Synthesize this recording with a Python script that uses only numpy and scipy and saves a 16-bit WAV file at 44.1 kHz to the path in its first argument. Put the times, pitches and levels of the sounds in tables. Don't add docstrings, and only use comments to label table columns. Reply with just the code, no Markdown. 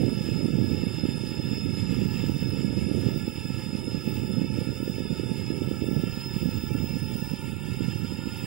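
import sys
import numpy as np
from scipy import signal
from scipy.fft import rfft, irfft, next_fast_len
from scipy.io import wavfile
from scipy.ndimage import uniform_filter1d, map_coordinates

SR = 44100
rng = np.random.default_rng(int(sys.argv[2]) if len(sys.argv) > 2 else 0)


def amplitude_ratio(level_db):
    exponent = np.asarray(level_db, float) / 20
    return 10 ** exponent


def to_wav(s):
    ch = np.atleast_2d(s).T
    pcm = np.round(np.clip(ch, -1, 1) * 32767)
    wavfile.write(sys.argv[1], SR, pcm.astype(np.int16))


N = 373067
SIZE = next_fast_len(N)
HZ = np.maximum(np.arange(SIZE // 2 + 1) * SR / SIZE, 1)
TIME = np.arange(N) / SR

# start_s, whine_hz
MOTOR_1 = [(0, 5240), (.35, 5185), (.7, 5260), (.85, 5210), (1.1, 5240), (1.2, 5200), (1.4, 5235),
           (1.8, 5190), (2.15, 5360), (2.4, 5250), (2.55, 5260), (2.75, 5200), (3.15, 5320), (3.3, 5255),
           (3.5, 5290), (3.9, 5230), (4.1, 5320), (4.35, 5210), (4.6, 5290), (4.7, 5255), (4.85, 5320),
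           (5.0, 5285), (5.15, 5240), (5.3, 5280), (5.5, 5200), (5.62, 5300), (5.9, 5360), (6.2, 5440),
           (6.5, 5310), (6.7, 5380), (7.3, 5430), (7.7, 5520), (8.0, 5480), (8.3, 5530), (8.46, 5480)]
MOTOR_2 = [(0, 5130), (.5, 5150), (.8, 5120), (1.5, 5135), (1.8, 5120), (2.2, 5150), (2.5, 5140),
           (2.8, 5110), (3.2, 5150), (3.6, 5130), (4.0, 5170), (4.3, 5120), (4.6, 5140), (4.95, 5180),
           (5.1, 5150), (5.5, 5110), (5.65, 5150), (5.9, 5180), (6.05, 5160), (6.5, 5140), (6.75, 5115),
           (7.1, 5170), (7.45, 5190), (7.75, 5170), (8.0, 5120), (8.2, 5180), (8.46, 5110)]
# start_s, blade_rate_hz
ROTOR_3 = [(0, 170), (2, 170.5), (4.2, 173), (4.7, 175.5), (5.3, 177), (5.5, 172), (5.75, 170),
           (6.2, 172.5), (6.5, 170.5), (7.0, 172.5), (7.5, 176), (8.0, 173.5), (8.3, 176), (8.46, 174)]
ROTOR_4_HZ, WANDER_HZ = 167, 0.9
POLES = 28
HUNT, HUNT_PER_S = 0.0027, 15
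HOVER_HZ, STRAIN_PER_HZ = 186.5, 0.0003
LOAD_DB_PER_HZ = 0.36

# swish_db, whine_db
ROTOR_SHARE = [
    (3, 0),
    (-6, 0),
    (-9.5, -7),
    (-13, -6),
]
# multiple_of_blade_rate, rotor_1_db, rotor_2_db, rotor_3_db, rotor_4_db
BLADE_HUM = [(2, -64, -61, -79, -72), (3, -71, -67.5, -64, -64.5), (4, -72, -89, -91, -70),
             (5, -70, -70, -65.5, -71.5), (7, -68, -74.5, -81, -130), (8, -92, -69.5, -67.5, -80),
             (9, -71, -92, -102, -89), (10, -89, -79, -73, -117), (12, -71.5, -75, -95, -96),
             (14, -70, -70, -75, -76), (16, -75, -77.5, -70.5, -80), (19, -72, -75, -89, -81)]
# pitch_hz, density_db_per_hz
SWISH = [(200, -25), (500, -30), (900, -10), (1400, -14), (1750, -12.5), (2150, -12.5), (3000, -15.5),
         (4000, -58), (4400, -38.5), (6100, -42.5), (7200, -7.5), (9000, -57), (11000, -20), (15000, -30)]
# pitch_hz, width_hz, level_db
FRAME_RINGS = [(2761, 283, -0.5), (2953, 58, -13.5), (3275, 72, -1), (3669, 280, -6.5), (4561, 106, -6),
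               (4826, 110, -2.5), (5100, 250, 0.5)]
# start_s, level_db
DRIFT = [(0, -42), (1.6, -42), (2.8, -42), (3.6, -44), (5.5, -44.5), (6.7, -43), (7.5, -45), (8.0, -42.5),
         (8.46, -42)]
ARM_HZ, ARM_WIDTH_HZ, ARM_DB, ARM_SWELL_DB = 3597, 110, -16, 2.2

# pitch_hz, width_hz, level_db
MOTOR_BELLS = [(5180, 150, 3.5), (5400, 150, -7), (4940, 200, -5)]
# start_s, motor_1_db, motor_2_db
FACING = [(0, 0, -1), (.8, 0, 0), (1.8, 1, 0), (2.2, 2, -5), (2.7, 1, 0), (3.2, 0, -2), (4.0, 0, 0),
          (4.7, 0, -2), (5.0, 1, 0), (5.55, 1, 0), (5.7, -1, -5), (6.0, 3, -1), (6.15, 0, 4), (6.4, 3, 2),
          (6.5, 7, 3), (6.62, -3, 5), (7.3, -4, 3), (7.8, -6, 0), (8.25, -6, 1), (8.46, -6, -3)]
WHINE_DB, WHINE_SAG_DB_PER_S = -41, -0.72
NULL_S, NULL_LENGTH_S, NULL_DB = 7.57, 0.19, -16
BEARING_DB = -13

# start_s, level_db
SWITCHING = [(0.0, -62), (0.52, -62), (0.75, -55), (0.82, -70), (1.48, -61), (1.72, -64), (1.81, -85),
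             (1.92, -66), (2.12, -45), (2.83, -75), (3.16, -45), (3.25, -56), (3.91, -64), (4.1, -48),
             (4.38, -68), (4.81, -49), (5.46, -68), (5.7, -53), (6.93, -51), (7.4, -52), (7.9, -60),
             (8.0, -50), (8.2, -60), (8.46, -48)]
# start_s, pitch_hz
SWITCHING_CENTRE = [(0, 15700), (1.8, 15700), (2.2, 15630), (2.7, 15710), (4.1, 15680), (5.0, 15670),
                    (5.5, 15690), (6.4, 15630), (6.85, 15640), (7.3, 15700), (8.0, 15740), (8.46, 15720)]
SWITCHING_WIDTH_HZ, SWITCHING_FLICKER_DB = 84, 2.5

# start_s, lag_ms
ICE_LAG = [(0, 2.3), (5.5, 2.305), (7.3, 2.27), (8.46, 2.29)]
ROTOR_LAG = [0, -.015, .015, .025]
# pitch_hz, level_db
SNOW_CRUST = [(200, -.5), (2300, -.8), (3000, -5), (4500, -8), (8000, -16)]
# pitch_hz, level_db
STRAY = [(300, 6), (1200, 6), (2000, 4), (3500, -1), (8000, -4.5)]

# pitch_hz, left_minus_right_db
PORT_BALANCE = [(300, -0.5), (1300, -1.5), (2400, -6), (3000, -2.5), (3250, -8.5), (3500, -5), (4400, -3),
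                (6500, -10.5), (8500, 21.5), (10500, -5), (15000, -7)]
# pitch_hz, left_lead_rad
PORT_PHASE = [(300, -.3), (1300, -.7), (2500, -.6), (7500, -.6), (8100, -.5), (9600, -2.4), (10700, -1.5),
              (14000, -1.7), (15700, -2.3)]
# pitch_hz, width_hz, left_db, right_db
WHISTLES = [(4090, 70, -75, -72), (5865, 110, -84, -67), (7090, 100, -74, -63), (7265, 110, -66, -70),
            (7790, 80, -75, -82), (8115, 60, -86, -76), (9550, 85, -65, -57.5), (10680, 150, -76, -82),
            (12990, 70, -92, -78), (13900, 100, -82, -84), (14300, 120, -81, -72), (14720, 150, -72, -75)]
# pitch_hz, density_db_per_hz
HISS_LEFT = [(300, -28), (4000, 1.5), (5300, -0.5), (5700, -4), (6400, -4.5), (7000, -13), (8000, -1.5),
             (9200, 0), (10000, -4), (11400, -19), (12300, -17), (15500, -8.5)]
HISS_RIGHT = [(300, -42), (4000, -16), (6200, 1.5), (8500, 2.5), (10000, 7), (12000, -11.5), (15500, 4.5)]
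HISS_DB = -54

# start_s, gust_db, bite_db
GUSTS = [(0.0, -31.5, -10.5), (0.38, -34, -12), (0.64, -31.5, -12), (1.06, -36.5, -11), (1.22, -35, -12.5),
         (1.74, -33.5, -17.5), (2.05, -31.5, -20), (3.01, -32.5, -10), (3.53, -37, -15.5), (3.77, -37, -11),
         (4.38, -34.5, -17), (4.57, -36, -13.5), (5.98, -34, -12), (6.2, -38.5, -17), (6.62, -34.5, -16),
         (7.61, -36, -20.5), (7.78, -35.5, -21), (8.46, -39.5, -14.5)]
# pitch_hz, density_db_per_hz
WIND_RIGHT = [(12, -76), (20, -27), (38, -21), (91, -1), (140, 1), (187, -1.5), (370, -6.5), (536, -17),
              (800, -36.5), (1040, -44.5), (1760, -120)]
WIND_LEFT = [(20, -21), (45, -19), (65, -6), (92, 0), (130, -6), (190, -11), (230, -20), (290, -29),
             (600, -50)]
PUFF_DB, PUFF_PER_S, BITE_SPREAD_DB = 1.2, 11, 1.5
LEE_DB, LEE_SPREAD_DB, LEE_FOLLOW = -51.5, 3.0, 0.5
# start_s, peak_db, pitch_hz
THUMPS = [(0.014, -8.5, 182), (0.037, -7, 228), (0.082, -13.5, 250.0), (0.175, -14, 181),
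          (0.289, -14.5, 295), (0.459, -10.5, 263), (0.486, -12, 243), (0.507, -12, 188),
          (0.54, -15, 220.0), (0.554, -9.5, 158), (0.588, -8.5, 220.0), (0.614, -8, 200.0),
          (0.837, -10, 233), (0.871, -10, 190.0), (1.039, -8.5, 202), (1.055, -8, 260.0), (1.401, -11, 193),
          (1.927, -11, 224), (1.989, -11.5, 187), (2.241, -10, 242), (2.297, -8.5, 231), (2.427, -11, 178),
          (2.592, -12, 170.0), (2.649, -9.5, 209), (2.683, -9, 199), (2.776, -14, 258), (2.791, -13, 200.0),
          (2.915, -8, 240.0), (2.951, -14, 292), (2.973, -15, 190.0), (3.068, -5.5, 157),
          (3.088, -11, 260.0), (3.882, -12.5, 246), (3.949, -13, 206), (4.078, -9, 210), (4.372, -13, 231),
          (4.383, -8, 186), (4.397, -16, 242), (4.418, -8.5, 228), (4.446, -13, 237), (4.587, -12.5, 222),
          (5.129, -12, 190.0), (5.199, -12, 268), (5.318, -10, 189), (5.505, -11, 270.0), (5.62, -11, 256),
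          (5.715, -11.5, 276), (5.888, -10, 254), (5.931, -12, 210.0), (5.967, -8.5, 177),
          (6.038, -10, 267), (6.459, -8.5, 193), (6.753, -11, 223), (7.809, -11.5, 250.0),
          (7.885, -11.5, 170.0),
          (0.071, -18, 199), (0.127, -15, 230.0), (0.211, -11, 181), (0.393, -18, 248),
            (0.446, -11, 220.0), (0.527, -18, 230.0), (0.643, -17, 270.0), (0.683, -17, 210.0),
            (0.715, -11, 210.0), (0.732, -13.5, 190.0), (0.782, -13, 180.0), (1.09, -9, 213),
            (1.534, -14.5, 202), (1.659, -16, 220.0), (1.836, -17.5, 218), (2.058, -17.5, 180.0),
            (2.2, -15, 150.0), (2.365, -13, 200.0), (2.474, -16, 178), (2.573, -15, 190.0),
            (2.665, -16, 220.0), (2.703, -15, 200.0), (2.868, -12, 191), (3.005, -19, 237),
            (3.036, -13, 237), (3.109, -16, 170.0), (3.162, -12, 248), (3.215, -19, 200.0),
            (3.28, -11.5, 237), (3.753, -11, 210.0), (4.308, -13, 200.0), (4.34, -13, 190.0),
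            (4.505, -15, 200.0), (4.674, -15, 207), (4.691, -13.5, 220.0), (4.831, -13, 251),
            (4.879, -13.5, 274), (4.899, -12.5, 210.0), (4.984, -13, 266), (5.106, -13, 200.0),
            (5.236, -16, 287), (5.685, -18, 188), (5.823, -13, 250.0), (5.843, -16.5, 330),
            (5.914, -13.5, 260.0), (5.999, -18, 220.0), (6.366, -11, 188), (6.431, -12, 225),
            (6.491, -13.5, 212), (6.843, -14, 240.0), (7.157, -14.5, 210.0), (7.226, -12.5, 170.0),
            (7.338, -12, 207), (7.688, -16, 180.0), (8.273, -15.5, 195),
          (0.151, -18, 180.0), (0.242, -20, 285), (0.32, -14, 160.0), (0.357, -18, 160.0),
        (0.433, -13, 230.0), (0.626, -19, 250.0), (0.702, -20, 280.0), (0.821, -17, 199), (0.986, -18, 248),
        (1.156, -16, 208), (1.238, -17.5, 285), (1.275, -17, 210.0), (1.32, -16, 246),
        (1.475, -17.5, 200.0), (1.515, -15.5, 220.0), (1.698, -20, 230.0), (1.784, -17, 220.0),
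        (1.877, -19, 160.0), (1.896, -13.5, 200.0), (1.912, -9.5, 150.0), (1.942, -15, 190.0),
        (2.02, -15, 304), (2.036, -18, 230.0), (2.083, -22, 200.0), (2.161, -18, 179), (2.39, -25, 180.0),
        (2.447, -16, 150.0), (2.489, -22, 160.0), (2.61, -17, 257), (2.76, -22, 160.0), (2.889, -17, 242),
        (3.176, -16, 239), (3.505, -13.5, 198), (3.666, -19.5, 202), (3.733, -16, 191), (4.178, -14.5, 212),
        (4.25, -17, 176), (4.526, -18, 210.0), (4.615, -18, 332), (4.804, -15, 228), (5.005, -14.5, 240.0),
        (5.399, -17, 190.0), (6.073, -13.5, 170.0), (6.175, -15.5, 201), (6.708, -19, 306),
        (6.911, -18, 190.0), (6.941, -15, 177), (6.971, -16, 208), (7.319, -20, 200.0), (7.846, -17.5, 222),
        (8.048, -14.5, 197), (8.123, -18, 274), (8.191, -15.5, 210.0), (8.258, -18, 233),
        (8.441, -18.5, 188)]
EDDY_CYCLES, EDDY_PHASE, EDDY_PHASE_SPREAD = 0.72, 2.9, 0.9
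EDGE_HZ, EDGE_DB, EDGE_DB_PER_HZ, EDDY_SAG = 480, -16, 0.045, 0.12

# start_s, level_db, pitch_hz, length_s
CRUNCH = [
    (8.377, -56, 11050, 0.018),
    (8.446, -56, 8200, 0.028),
]

# pitch_hz, density_db_per_hz
GATE_FLOOR = [(300, -125), (650, -98), (1100, -95), (4200, -95.5), (5700, -95), (6300, -97), (7800, -101),
              (9000, -107), (13000, -106), (14700, -101), (15100, -92), (15500, -93)]
FRAME_SIZE, FRAME_SHIFT, BAND_BINS, TOP_HZ = 2048, 504, 12, 15800
MASK_DB, MASK_BINS, MASK_FROM_HZ = -11.3, 45, 950


def level(x, db):
    return x * amplitude_ratio(db) / np.sqrt(np.mean(x ** 2))


def curves(table):
    s, *columns = np.transpose(table)
    return [np.interp(TIME, s, c) for c in columns]


def over_hz(points):
    hz, value = np.transpose(points)
    return np.interp(np.log(HZ), np.log(np.maximum(hz, 1)), value)


def rings(hz, modes):
    return np.sqrt(sum((amplitude_ratio(db) / (1 + (2 * (hz - f) / w) ** 2)) ** 2 for f, w, db in modes))


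def colour(x, gain):
    return irfft(rfft(x, SIZE) * gain, SIZE)[..., :N]


def walk(rate):
    k = int(SR / rate)
    held = np.repeat(rng.standard_normal(N // k + 1), k)
    return 1.331 * uniform_filter1d(uniform_filter1d(held, k), k)[:N]


def blade_rates():
    near = [curves(motor)[0] / POLES * (1 + HUNT * walk(HUNT_PER_S)) for motor in (MOTOR_1, MOTOR_2)]
    strain = STRAIN_PER_HZ * np.maximum(near[0] - HOVER_HZ, 0) * walk(90)
    far = [hz + WANDER_HZ * walk(4) for hz in (curves(ROTOR_3)[0], ROTOR_4_HZ)]
    return [near[0] * (1 + strain), near[1]] + far


def whine(hz, turn, orders, bell, flutter_db):
    return sum(rings(k * hz, bell) * amplitude_ratio(flutter_db * walk(14)) * np.sin(k * turn) for k in orders)


def rotor(hz, hum_db, swish_db, whine_db):
    hz = hz * (1 + 0.000781 * walk(25))
    turn = 2 * np.pi * np.cumsum(hz) / SR + 2 * np.pi * rng.random()
    hum = 0
    for k, db in hum_db:
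        swell = amplitude_ratio(db + 1.1 * walk(7.8))
        roughness = 1 + 0.16 * k * walk(45)
        hum = hum + swell * roughness * np.sin(k * turn + 2 * np.pi * rng.random())
    hum = hum * amplitude_ratio(LOAD_DB_PER_HZ * (hz - np.mean(hz)))
    chop = 1 + 0.84 * np.cos(turn) + 0.32 * np.cos(2 * turn)
    swish = amplitude_ratio(swish_db + 0.34 * walk(23)) * chop * rng.standard_normal(N)
    return hum, swish, amplitude_ratio(whine_db) * whine(hz, turn, (26, 28), MOTOR_BELLS, 2.2)


def off_ice(x, lag_ms):
    dulled = colour(x, amplitude_ratio(over_hz(SNOW_CRUST)))
    late = map_coordinates(dulled, [np.arange(N) - lag_ms * SR / 1000], order=3)
    return x + late


def arm():
    ring = colour(rng.standard_normal(N), rings(HZ, [(ARM_HZ, ARM_WIDTH_HZ, 0)]))
    return level(ring, ARM_DB) * amplitude_ratio(ARM_SWELL_DB * walk(3.6))


def bearings():
    return level(colour(rng.standard_normal(N), rings(HZ, MOTOR_BELLS[:1])), BEARING_DB)


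def switching():
    slow = colour(rng.standard_normal((2, N)), rings(HZ, [(0, 2 * SWITCHING_WIDTH_HZ, 0)]) ** 2)
    turn = 2 * np.pi * np.cumsum(curves(SWITCHING_CENTRE)[0]) / SR
    band = slow[0] * np.cos(turn) + slow[1] * np.sin(turn)
    return amplitude_ratio(curves(SWITCHING)[0] + SWITCHING_FLICKER_DB * walk(8)) * level(band, 0.6)


def drone():
    swish_db = curves(DRIFT)[0]
    ice_lag_ms = curves(ICE_LAG)[0]
    hidden_db = NULL_DB * np.exp(-((TIME - NULL_S) / NULL_LENGTH_S) ** 4)
    whine_db = WHINE_DB + WHINE_SAG_DB_PER_S * TIME + hidden_db
    facing = curves(FACING) + [0, 0]
    body = amplitude_ratio(over_hz(SWISH)) + rings(HZ, FRAME_RINGS)
    ripple_db = 1.4 * walk(22) + 1.0 * walk(30)
    orders, *hums = np.transpose(BLADE_HUM)
    air, motors = 0, 0
    each = zip(blade_rates(), hums, ROTOR_SHARE, ROTOR_LAG, facing)
    for hz, hum_db, (share_db, motor_db), offset_ms, seen_db in each:
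        hum_table = zip(np.round(orders), hum_db)
        hum, swish, tone = rotor(hz, hum_table, share_db, motor_db + seen_db)
        blades = hum + amplitude_ratio(swish_db + 1.5 + ripple_db) * colour(swish, body)
        air = air + off_ice(blades, ice_lag_ms + offset_ms)
        motors = motors + tone
    motors = amplitude_ratio(whine_db) * (level(motors, -4.6) + bearings())
    sound = air + amplitude_ratio(swish_db) * arm() + motors + switching()
    scatter = body * amplitude_ratio(over_hz(STRAY))
    stray = [off_ice(colour(row, scatter), ice_lag_ms) for row in rng.standard_normal((2, N))]
    half = amplitude_ratio(over_hz(PORT_BALANCE) / 2) * np.exp(0.5j * over_hz(PORT_PHASE))
    return colour(sound + amplitude_ratio(swish_db) * np.array(stray), np.array([half, 1 / half]))


def ports():
    hiss_gain = amplitude_ratio(np.array([over_hz(HISS_LEFT), over_hz(HISS_RIGHT)]))
    hiss = colour(rng.standard_normal((2, N)), hiss_gain)
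    out = level(hiss, HISS_DB) * amplitude_ratio(1.3 * np.array([walk(25), walk(25)]))
    for hz, width, *db in WHISTLES:
        shared, own = rng.standard_normal(N), rng.standard_normal((2, N))
        opposed = 1.4 * shared * np.array([[1], [-1]])
        band = colour(opposed + own, rings(HZ, [(hz, width, 0)]))
        out = out + level(band, 0) * amplitude_ratio(np.array(db)[:, None] + 3.0 * walk(25))
    return out


def eddies(rate, spread_db, smooth):
    size_db = spread_db * np.minimum(rng.exponential(size=N), 1.7)
    kicks = (rng.random(N) < rate / SR) * amplitude_ratio(size_db) * rng.choice([-1, 1], N)
    return level(kicks, 0) + smooth * rng.standard_normal(N)


def thumps():
    s, db, hz = np.transpose(THUMPS)[..., None]
    phase = EDDY_PHASE + EDDY_PHASE_SPREAD * rng.standard_normal((len(s), 1))
    step = np.arange(-600, 600)
    cycles = step * hz / SR
    push = np.cos(2 * np.pi * (cycles - EDDY_SAG * cycles ** 2) + phase)
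    edge_db = EDGE_DB + EDGE_DB_PER_HZ * (hz - np.mean(hz))
    edge = amplitude_ratio(edge_db) * np.cos(2 * np.pi * EDGE_HZ * step / SR + phase)
    passing = amplitude_ratio(db) * np.exp(-(cycles / EDDY_CYCLES) ** 2)
    out = np.zeros(N)
    np.add.at(out, np.clip((s * SR).astype(int) + step, 0, N - 1), passing * (push + edge))
    return out


def wind():
    gust_db, bite_db = curves(GUSTS)
    gust_db = gust_db + PUFF_DB * walk(PUFF_PER_S)
    bite_db = bite_db + BITE_SPREAD_DB * walk(11)
    lee_db = LEE_DB + LEE_FOLLOW * (gust_db - np.mean(gust_db)) + LEE_SPREAD_DB * walk(9.1)
    small = 1 / (1 + (300 / HZ) ** 4)
    common, shape = eddies(130, 5.7, 0.32), amplitude_ratio(over_hz(WIND_RIGHT))
    thud = colour(common + 0.76 * eddies(60, 2.6, 0.67), shape * (1 - small))
    bite = colour(common + 0.97 * eddies(160, 8.7, 0.24), shape * small)
    scale = np.sqrt(np.mean((thud + bite) ** 2))
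    right = amplitude_ratio(gust_db + 8.0) * (thud + amplitude_ratio(bite_db + 9.5) * bite) / scale
    right = right + amplitude_ratio(-1.5) * thumps()
    slow = colour(eddies(60, 0.83, 0.13), amplitude_ratio(over_hz(WIND_LEFT)))
    left = amplitude_ratio(lee_db) * level(slow, 0.18)
    return np.array([left, right])


def boot():
    out = 0
    for s, db, hz, length in CRUNCH:
        grains = colour(eddies(900, 2.75, 0.33), rings(HZ, [(hz, 2500, 0)]))
        out = out + level(grains, db) * np.exp(-((TIME - s) / length) ** 2)
    return out


def scene():
    return drone() + ports() + wind() + boot()


def band_gate(x):
    plan = dict(fs=SR, window="cosine", nperseg=FRAME_SIZE, scaling="psd")
    hz, _, bins = signal.stft(np.pad(x, ((0, 0), (FRAME_SHIFT, 0))), **plan)
    power = uniform_filter1d(np.abs(bins) ** 2, size=7, axis=1)
    floor_hz, floor_db = np.transpose(GATE_FLOOR)
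    floor = amplitude_ratio(np.interp(hz, floor_hz, floor_db)[:, None]) ** 2
    chance = rng.standard_normal((len(x), len(hz) // BAND_BINS + 2, bins.shape[2]))
    bands = chance[:, :1] + 0.8 * np.repeat(chance[:, 1:], BAND_BINS, axis=1)[:, :len(hz)]
    reserve_db = 4 * uniform_filter1d(bands, size=3, axis=2)
    nearby = uniform_filter1d(power, size=MASK_BINS, axis=1)
    masked = amplitude_ratio(MASK_DB) ** 2 * nearby * (hz > MASK_FROM_HZ)[:, None]
    alive = power > np.maximum(floor, masked) * amplitude_ratio(reserve_db) ** 2
    gated = signal.istft(bins * alive * (hz < TOP_HZ)[:, None], **plan)[1]
    return gated[:, FRAME_SHIFT:FRAME_SHIFT + N]


def roll_off(x):
    return signal.sosfilt(signal.butter(12, 16390, fs=SR, output="sos"), x)


def record(dry):
    rounded = 0.45 * np.tanh(dry / 0.45)
    mix = band_gate(rounded)
    return roll_off(mix)


dry = scene()
out = record(dry)
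to_wav(out)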